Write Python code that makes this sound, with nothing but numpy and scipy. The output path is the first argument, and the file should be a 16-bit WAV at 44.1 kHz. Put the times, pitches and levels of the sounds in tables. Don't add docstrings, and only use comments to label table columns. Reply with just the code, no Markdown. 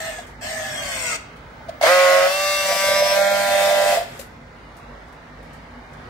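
import sys
import numpy as np
from scipy import signal
from scipy.fft import rfft, irfft
from scipy.io import wavfile
from scipy.ndimage import uniform_filter1d

SR = 44100
rng = np.random.default_rng(int(sys.argv[2]) if len(sys.argv) > 2 else 0)


def level_to_linear(level):
    exponent = np.asarray(level, float) / 20
    return 10 ** exponent


def generate_wav(sig):
    pcm = np.round(np.clip(np.atleast_2d(sig).T, -1, 1) * 32767).astype(np.int16)
    wavfile.write(sys.argv[1], SR, pcm)


N = 268569
T = np.arange(N) / SR


def evened(x):
    return x / np.sqrt(np.mean(x ** 2) + 1e-20)


def read(points, hz):
    f, value = np.transpose(points)
    return np.interp(np.log(hz + 1), np.log(f + 1), value)


def curve(points, t):
    return np.interp(t, *np.transpose(points))


def played(rows):
    s, *columns = np.transpose(rows)
    t = T[(T >= s[0]) & (T < s[-1])]
    return t, [np.interp(t, s, c) for c in columns]


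def add(mix, s, sound):
    part = mix[:, round(s * SR):][:, :sound.shape[-1]]
    part += sound[..., :part.shape[1]]


def drift(t, rate_hz, count):
    knots = np.arange(t[0], t[-1] + 2 / rate_hz, .25 / rate_hz)
    rows = uniform_filter1d(rng.standard_normal((count, len(knots))), size=4, axis=1) * 2
    return np.array([np.interp(t, knots, row) for row in rows])


def resonate(x, hz, width_hz):
    b, a = signal.iirpeak(hz, hz / width_hz, SR)
    return signal.lfilter(b, a, x)


# frequency in Hz, correlation 0-1.
LIKENESS = [(60, 0.91), (150, 1), (380, 0.77), (950, 0.22), (2380, 0.045), (5980, 0.31), (15000, 0.78)]


def hiss(t, spectra, share, patchy_db, size=1024):
    hop = size // 4
    hz = np.fft.rfftfreq(size, 1 / SR)
    frames = len(t) // hop + 5
    a, b, c, d, patches = rng.standard_normal((frames, len(hz), 5)).T
    patches = uniform_filter1d(patches, size=4, axis=0)
    patches = evened(uniform_filter1d(patches, size=16, axis=1))
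    blend = np.interp(np.arange(frames) * hop, np.arange(len(t)), share * np.ones(len(t)))
    colour_db = sum(np.outer(read(s, hz), np.clip(1 - abs(blend - k), 0, 1))
                    for k, s in enumerate(spectra))
    same = np.clip(read(LIKENESS, hz), -1, 1)[:, None]
    left = a + 1j * b
    right = same * left + np.sqrt(1 - same ** 2) * (c + 1j * d)
    z = np.array([left, right]) * level_to_linear(colour_db + patchy_db * patches)
    return evened(signal.istft(z, nperseg=size, noverlap=size - hop)[1][:, :len(t)])


def orders(t, turns, levels, waver_db, slip, rate_hz):
    out = np.zeros((2, len(t)))
    for k, db in levels:
        both, left, right = drift(t, rate_hz, count=3)
        phase, path = drift(t, 2.5 * rate_hz, count=2)
        spread = .8 * np.clip((k - 1) / 8, .1, 1.1)
        apart_rad = -.21 * max(k - 3, 0) + spread * (rng.standard_normal() + .4 * path)
        angle = 2 * np.pi * (k * turns + rng.random()) + slip * np.sqrt(k) * phase
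        angle = angle - np.array([[0], [1]]) * apart_rad
        waver = waver_db * (1 + k / 16) * (both + 0.61 * np.array([left, right]))
        out += np.sqrt(2) * level_to_linear(db + waver) * np.cos(angle)
    return out


def gate(turns, depth):
    return evened(1 + depth * np.cos(2 * np.pi * turns))


# frequency in Hz, width in Hz, level in dB.
HUMS = [(49.8, 4.3, -50.5), (98.3, 2.7, -61), (159.4, 36, -58), (241.5, 17, -53.5)]
# frequency in Hz, density in dB per Hz.
SHOP = [(20, -25), (32, -37), (47, 2.5), (119, -5), (148, -3.5), (202, -12.5), (245, -4.5), (324, -13),
        (534, -9.5), (2000, -16), (2500, -23.5), (5000, -32.5), (9300, -44), (16000, -53)]


def shop():
    wash_db = -40.5 - 1.5 + 0.9 * drift(T, 3, count=1)
    out = level_to_linear(wash_db) * hiss(T, [SHOP], 0, patchy_db=2.0, size=2048)
    for hz, width_hz, db in HUMS:
        hum = resonate(resonate(rng.standard_normal(N), hz, width_hz), hz, width_hz)
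        out = out + level_to_linear(db + 1.2 * drift(T, 0.95, count=1)) * evened(hum)
    return out


# time in seconds, effort as brush and gear hiss in dB.
PULLS = [
    [(0, -38.5), (.07, -36.5), (.13, -41.5), (.2, -44), (.26, -57)],
    [(.405, -50), (.43, -39.5), (.46, -36.5), (.74, -36), (.92, -33.5), (1.08, -32.5), (1.16, -33),
     (1.178, -52), (1.2, -64)],
]
# time in seconds, turns per second.
PULL_SPEEDS = [
    [(0, 163), (.1, 161), (.26, 146)],
    [(.4, 142), (.45, 152), (.5, 159), (.58, 158.8), (.7, 154), (.85, 144.5), (1.05, 124), (1.14, 116),
     (1.22, 113)],
]
# multiple of the shaft, level over the hiss in dB.
PULL_ORDERS = [(5, -15), (8, -15), (10, -30), (12, -13), (12.4, -35), (14, -41), (16, -26)]
# frequency in Hz, density in dB per Hz.
PULL_HISS = [(300, -32), (500, -35), (800, -12), (1100, -14.5), (1800, -11.5), (2700, -9.5), (3900, -14),
             (5600, -13), (7200, -14), (8300, -9), (9000, -19.5), (9800, -27), (12500, -22.5), (15500, -27)]
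# frequency in Hz, width in Hz, lift in dB.
SWEET_SPOTS = [(640, 60, 16), (1720, 400, 14), (1280, 60, 10), (3260, 600, 20), (2560, 100, 6)]
# frequency in Hz, width in Hz, level over the hiss in dB unloaded, at full load.
CASING = [(657, 79, -3, -9.5), (765, 84, -8.5, -21), (1770, 270, -2.5, -21), (2107, 116, -9.5, -1.5),
          (2530, 330, -46, -6), (5630, 120, -23, -8), (6890, 320, -19, -5.5), (8220, 1030, -18, -2)]


def pull(rows, speed):
    teeth = 11
    t, (hiss_db,) = played(rows)
    shaft = curve(speed, t)
    turns = np.cumsum(shaft) / SR
    sag = np.maximum.accumulate(shaft) - shaft
    load = np.clip(sag / 35, 0, 1)
    double_db = -28 - 16 * np.clip(1 - 20 * load, 0, 1)
    levels = [(k, hiss_db + db) for k, db in PULL_ORDERS]
    for k, db in [(4, -14.5), (teeth, -19.5), (2 * teeth, double_db)]:
        lift_db = sum(peak_db / (1 + (2 * (k * shaft - hz) / width_hz) ** 2)
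                      for hz, width_hz, peak_db in SWEET_SPOTS)
        levels.append((k, hiss_db + db + lift_db))
    noise = level_to_linear(2.0) * gate(turns, 0.12) * hiss(t, [PULL_HISS], 0, patchy_db=4.0)
    for hz, width_hz, free_db, loaded_db in CASING:
        chatter = rng.standard_normal((2, len(t))) + 0.49 * rng.standard_normal(len(t))
        ring = evened(resonate(resonate(chatter, hz, width_hz), hz, width_hz))
        noise += level_to_linear(free_db + load * (loaded_db - free_db)) * ring
    tones = orders(t, turns, levels, waver_db=2.0, slip=0.25, rate_hz=20)
    return t[0], (tones + level_to_linear(hiss_db) * noise) * signal.windows.tukey(len(t), .03)


# time in seconds, peak in dB, ring in Hz, snap in dB, contact in ms.
KNOCKS = [
    (0.184, -27.5, 702, -47, 8.2),
    (0.416, -34, 674, -62, 12),
    (0.44, -29, 653, -53, 5.9),
    (1.684, -24, 667, -50, 8.1),
    (1.691, -25, 615, -43.5, 4.2),
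    (1.811, -19, 710, -35.5, 2.6),
    (1.825, -8, 700, -20, 2),
    (1.835, 5.5, 642, -29, 5.4),
    (4.194, -27.5, 540, -43, 2.5),
    (4.211, -40, 600, -44, 3.1),
]


def knock(db, hz, snap_db, contact_ms):
    t = np.arange(3000) / SR
    contact_s = contact_ms / 1000
    decay = level_to_linear(-60 * np.maximum(t - contact_s, 0) / 0.037)
    ring = np.clip(t / contact_s, 0, 1) ** 0.85 * decay * np.sin(2 * np.pi * hz * t)
    snap = evened(resonate(rng.standard_normal((2, len(t))), 3000, 2900))
    snap = snap * np.minimum(t / 0.002, 1) * np.exp(-t / 0.0083)
    return level_to_linear(db) * ring + level_to_linear(snap_db + 5.5) * snap


# time in seconds, peak in dB, centre in Hz, length in ms.
TICKS = [(0.271, -51, 7000, 35), (1.3683, -56, 7160, 18), (1.5094, -68, 6890, 18),
         (4.1957, -35.5, 9330, 27), (4.6463, -75, 8120, 18), (4.7714, -51.5, 8270, 20),
         (5.0858, -61, 7050, 18), (5.1294, -58, 8160, 16), (5.4316, -58, 10000, 20),
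         (5.5363, -52, 7530, 20), (5.9194, -64, 6830, 16), (5.9374, -55, 6570, 15)]


def tick(db, hz, length_ms):
    t = np.arange(4000) / SR
    burst = evened(resonate(rng.standard_normal((2, len(t))), hz, 0.87 * hz))
    return level_to_linear(db + 0.5) * burst * np.minimum(t / 0.0062, 1) ** 0.45 * np.exp(-t / (length_ms / 1000))


# time in seconds, effort in dB, looseness of the shoe 0-1.
BITE = [(1.81, -9, 0.72), (1.822, -8.5, .4), (1.832, 7.5, 1), (1.88, 5.5, 1), (1.92, 6, 0.03),
        (2.04, 2.6, 0.47), (2.12, 2.5, 0.59), (2.27, -1, 0.73), (2.31, 1.5, 0.2)]
RUB = [(2.499, 0.69, 0.054), (2.64, -0.47, 0.23), (2.72, 0, 0.66), (2.8, -0.15, 0.18), (3.0, -1.1, 0.55),
       (3.22, 0.84, 0.52), (3.5, -1.22, 0.53), (3.6, 0.93, 0.54), (3.953, 0.34, 0.77)]
# time in seconds, turns per second.
WELD_SPEED = [(1.8, 130), (1.85, 150), (1.88, 168), (1.9, 178), (1.94, 181.5), (2.1, 181.2), (2.2, 182.3),
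              (2.27, 183.8), (2.31, 189),
              (2.36, 193.6), (2.52, 195.4), (2.68, 193.4), (3.0, 196.3), (3.12, 196.6), (3.24, 198.9),
             (3.4, 199.4), (3.54, 198), (3.95, 198.2)]
# time in seconds, stage (0 biting, 1 sliding, 2 warming, 3 melting).
STAGE = [(2.268, 0.032), (2.285, 0.29), (2.34, 0.64), (2.72, 0.72), (2.92, 2.27), (3.1, 2.12), (3.22, 2.39)]
MELT_SHARE = (0, 1, 1.1, 1.8)
# frequency in Hz, density in dB per Hz.
BITE_HISS = [(40, -42), (130, -30.5), (300, -38), (450, -69), (620, -7), (900, -20), (2000, -12.5),
             (2800, -19.5), (5000, -23), (8500, -27), (9500, -30), (12800, -33), (13800, -34), (15500, -31)]
SLIDE_HISS = [(40, -44), (130, -40), (330, -52), (600, -25), (950, -36), (1650, -28.5), (2200, -29),
              (2800, -35), (3500, -32), (4600, -28), (5800, -33), (8000, -25.5), (9500, -31), (15500, -34)]
MELT_HISS = [(40, -29), (130, -37), (330, -59), (600, -2), (800, -19), (1050, -32), (1650, -10),
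             (2150, -11.5), (3000, -14.5), (4600, -24.5), (8500, -33), (9500, -35), (12800, -36.5),
             (15500, -39)]
# level in dB biting, sliding, warming, melting, sticking.
SHOE_ORDERS = [(-54.0, -54.0, -48.0, -41.0, -46.0), (-43.0, -48.0, -53.0, -59.0, -60.0),
               (-21.0, -31.0, -25.0, -19.0, -21.0), (-26.0, -36.0, -35.0, -26.0, -29.0),
               (-38.0, -43.0, -31.0, -36.0, -34.0), (-27.0, -31.0, -33.0, -40.0, -43.0),
               (-27.0, -48.0, -43.0, -33.0, -36.0), (-30.0, -38.0, -33.0, -31.0, -37.0),
               (-35.0, -38.0, -37.0, -34.0, -39.0), (-37.0, -46.0, -37.0, -41.0, -36.0),
               (-28.0, -33.0, -33.0, -34.0, -46.0), (-60.0, -41.0, -37.0, -42.0, -50.0),
               (-37.0, -60.0, -45.0, -48.0, -40.0), (-52.0, -27.0, -36.0, -56.0, -50.0),
               (-35.0, -42.0, -43.0, -49.0, -59.0), (-43.0, -44.0, -42.0, -46.0, -41.0),
               (-42.0, -41.0, -40.0, -60.0, -60.0), (-46.0, -40.0, -37.0, -42.0, -37.0),
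               (-47.0, -37.0, -41.0, -49.0, -49.0), (-55.0, -43.0, -39.0, -53.0, -50.0),
               (-60.0, -49.0, -41.0, -45.0, -56.0), (-51.0, -43.0, -55.0, -55.0, -52.0),
               (-45.0, -35.0, -42.0, -53.0, -58.0), (-52.0, -38.0, -40.0, -57.0, -48.0),
               (-59.0, -41.0, -45.0, -47.0, -49.0), (-47.0, -40.0, -34.0, -43.0, -54.0),
               (-42.0, -48.0, -49.0, -56.0, -55.0), (-49.0, -52.0, -44.0, -53.0, -60.0),
               (-39.0, -38.0, -37.0, -60.0, -60.0), (-60.0, -39.0, -47.0, -47.0, -53.0),
               (-50.0, -37.0, -38.0, -46.0, -56.0), (-58.0, -57.0, -48.0, -60.0, -54.0)]
# time in seconds, column of SHOE_ORDERS.
SHOE_STAGE = [(2.268, 0), (2.29, .6), (2.34, 1), (2.56, 1), (2.7, 2), (3.12, 2), (3.22, 3), (3.44, 3),
              (3.54, 4)]
# multiple of the shaft, level under order 3.5 in dB.
HALF_ORDERS = [(2.5, -24), (4.5, -22), (5.5, -27), (6.5, -26), (7.5, -25), (8.5, -21), (9.5, -23),
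               (10.5, -21), (13.5, -21)]
# time in seconds, change of the third order in dB.
JOLTS = [(2.628, -7), (2.643, 0), (2.661, 5), (2.679, -18), (2.693, 7), (2.709, 10), (2.716, -4),
         (2.724, 4), (2.767, 10), (2.842, 8.5), (2.861, 1), (2.889, 9), (2.902, -14), (2.919, 6.5),
         (2.934, -20), (3.01, 5.5), (3.025, 10.5), (3.041, 3.5), (3.056, 0), (3.085, -7), (3.124, 6.5),
         (3.139, -7), (3.158, -10), (3.177, 6), (3.185, -16), (3.192, 6), (3.217, 6), (3.239, -5),
         (3.317, 7.5), (3.346, 3.5), (3.438, 0), (3.561, 3.5), (3.59, -1), (3.622, -26), (3.682, -19),
         (3.71, 1), (3.73, 1), (3.757, -12), (3.775, -6), (3.782, 3), (3.815, -6), (3.889, -5), (3.92, -15),
         (3.944, 2.5), (3.957, -5), (3.976, 8), (4.012, -8), (4.026, 15)]
# frequency in Hz, width in Hz, level in dB.
HOUSING = [(661, 52, -3.5), (600, 67, -6), (680, 68, -20.5)]


def weld():
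    jam_s, skip_s = .0055, .0035
    run_down_db_per_s, coast_db, coast_end_s = 207, -23.5, 4.19
    stop = RUB[-1]
    t, (effort_db, loose) = played(BITE + RUB + [(coast_end_s, *stop[1:])])
    fall_db = -run_down_db_per_s * np.maximum(t - stop[0], 0)
    coasting_db = np.maximum(fall_db, coast_db)
    effort_db = effort_db + coasting_db
    shaft = curve(WELD_SPEED, t) + 0.44 * coasting_db
    turns = np.cumsum(shaft) / SR
    stage = curve(STAGE, t)

    def staged(values):
        return np.interp(stage, np.arange(len(values)), values)

    hiss_db = effort_db + staged((-27, -23.5, -21.5, -30))
    third_db = effort_db + staged((-13.5, -30.5, -23.5, -11))
    uncaught = np.clip(1 - (t - t[0]) / 0.088, 0, 1)
    third_db = third_db - 47 * uncaught
    jolt_db = sum(db * np.exp(-((t - s) / (jam_s if db > 0 else skip_s)) ** 2) for s, db in JOLTS)
    half_db = -21 + 16 * loose
    stick_db = 10.5 * np.clip((t - 3.56) / 0.031, 0, 1)
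    column = curve(SHOE_STAGE, t)
    levels = [(3, third_db + jolt_db), (3.5, third_db + half_db)]
    levels += [(k, third_db + half_db + db + stick_db) for k, db in HALF_ORDERS]
    for k, db in enumerate(SHOE_ORDERS, 1):
        if k != 3:
            levels.append((k, effort_db - 4.1 * uncaught + np.interp(column, np.arange(len(db)), db)))
    tones = orders(t, turns, levels, waver_db=.9, slip=.07, rate_hz=7)

    share = np.clip(staged(MELT_SHARE), 0, 2)
    rub = hiss(t, [BITE_HISS, SLIDE_HISS, MELT_HISS], share, patchy_db=2.5)
    noise = level_to_linear(hiss_db + 3.0) * gate(turns, 0.12) * rub

    slaps = np.clip(rng.standard_normal(len(t)), -2, 2) * (rng.random(len(t)) < 600 / SR)
    rattle = evened(sum(level_to_linear(db) * resonate(resonate(slaps, hz, width_hz), hz, 3 * width_hz)
                        for hz, width_hz, db in HOUSING))
    rattle_db = -49 + 32 * loose + 1.8 * np.minimum(fall_db + 7, 0)
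    rattle = level_to_linear(rattle_db + 2.0) * rattle

    effort = level_to_linear(5.5 * np.clip(1 - stage, 0, 1) * np.clip((t - 1.83) / 0.038, 0, 1))
    running = np.clip((4.05 - t) / 0.14, 0, 1)
    return t[0], effort * (running * tones + noise + rattle) * signal.windows.tukey(len(t), .004)


# frequency in Hz, t60 in seconds.
HALL = [(300, 0.12), (1000, 0.64), (4000, 0.53), (8000, 0.3)]


def hall(x):
    taps = rng.choice([-1., 1.], (2, SR // 2)) * (rng.random((2, SR // 2)) < .05)
    taps[:, :300] = 0
    hz, t, z = signal.stft(taps, SR, nperseg=256)
    tail = signal.istft(z * level_to_linear(-60 * t / read(HALL, hz)[:, None]), SR, nperseg=256)[1]
    return signal.fftconvolve(x, tail / np.linalg.norm(tail[0]), axes=1)[:, :N]


def scene():
    tool = np.zeros((2, N))
    for rows, speed in zip(PULLS, PULL_SPEEDS):
        add(tool, *pull(rows, speed))
    for s, *blow in KNOCKS:
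        add(tool, s, knock(*blow))
    for s, *crackle in TICKS:
        add(tool, s - .006, tick(*crackle))
    add(tool, *weld())
    tool[1] = np.roll(tool[1], 8)
    return tool + level_to_linear(-12.0) * hall(tool) + shop()


# frequency in Hz, margin under the neighbours at which a band is dropped in dB.
MARGIN = [(2200, 6.5), (6000, 5), (9000, 3.8), (15000, 2.6)]


def masked_out(x, band=8):
    window = np.sin(np.pi * (np.arange(2048) + .5) / 2048)
    hz, _, z = signal.stft(x, SR, window, nperseg=2048, noverlap=1024)
    power = np.add.reduceat(abs(z) ** 2, np.arange(0, len(hz), band), axis=1)
    power = uniform_filter1d(power, size=2, axis=2)
    mask = uniform_filter1d(power, size=17, axis=1) / level_to_linear(2 * read(MARGIN, hz[::band]))[:, None]
    keep = (power > mask)[:, np.arange(len(hz)) // band] | (hz < MARGIN[0][0])[:, None]
    return signal.istft(z * keep, SR, window, nperseg=2048, noverlap=1024)[1][:, :N]


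# frequency in Hz, left minus right in dB.
PORTS = [(60, -0.5), (300, -1), (600, -1), (1200, -2), (1900, -4), (2800, 1), (4400, 1), (6400, 10),
         (8000, 19.5), (9600, 4), (11500, 25), (12600, 50), (13600, 54), (15500, 56)]


def top_cut(x):
    return signal.sosfilt(signal.butter(12, 15720, fs=SR, output="sos"), x)


def record(dry):
    hz = np.fft.rfftfreq(N, 1 / SR)
    lean = level_to_linear(2 * read(PORTS, hz))
    same = np.clip(read(LIKENESS, hz), 0, 1)
    ports = np.sqrt(np.array([lean, np.ones_like(lean)]) / (1 + lean) * 4 / (1 + same))
    band = (hz < 15720) / (1 + (32 / (hz + 1)) ** 3)
    heard = irfft(rfft(dry) * ports * band, N)
    power_db = 10 * np.log10(abs(uniform_filter1d((heard ** 2).mean(0), size=1300)) + 1e-12)
    fall_db = T * 16.2
    held_db = np.maximum.accumulate(power_db + fall_db) - fall_db
    over_db = np.maximum(held_db + 16.5, 0)
    ducked = heard / level_to_linear(0.71 * uniform_filter1d(over_db, size=300))
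    mix = masked_out(ducked)
    return top_cut(mix)


dry = scene()
out = record(dry)
generate_wav(out)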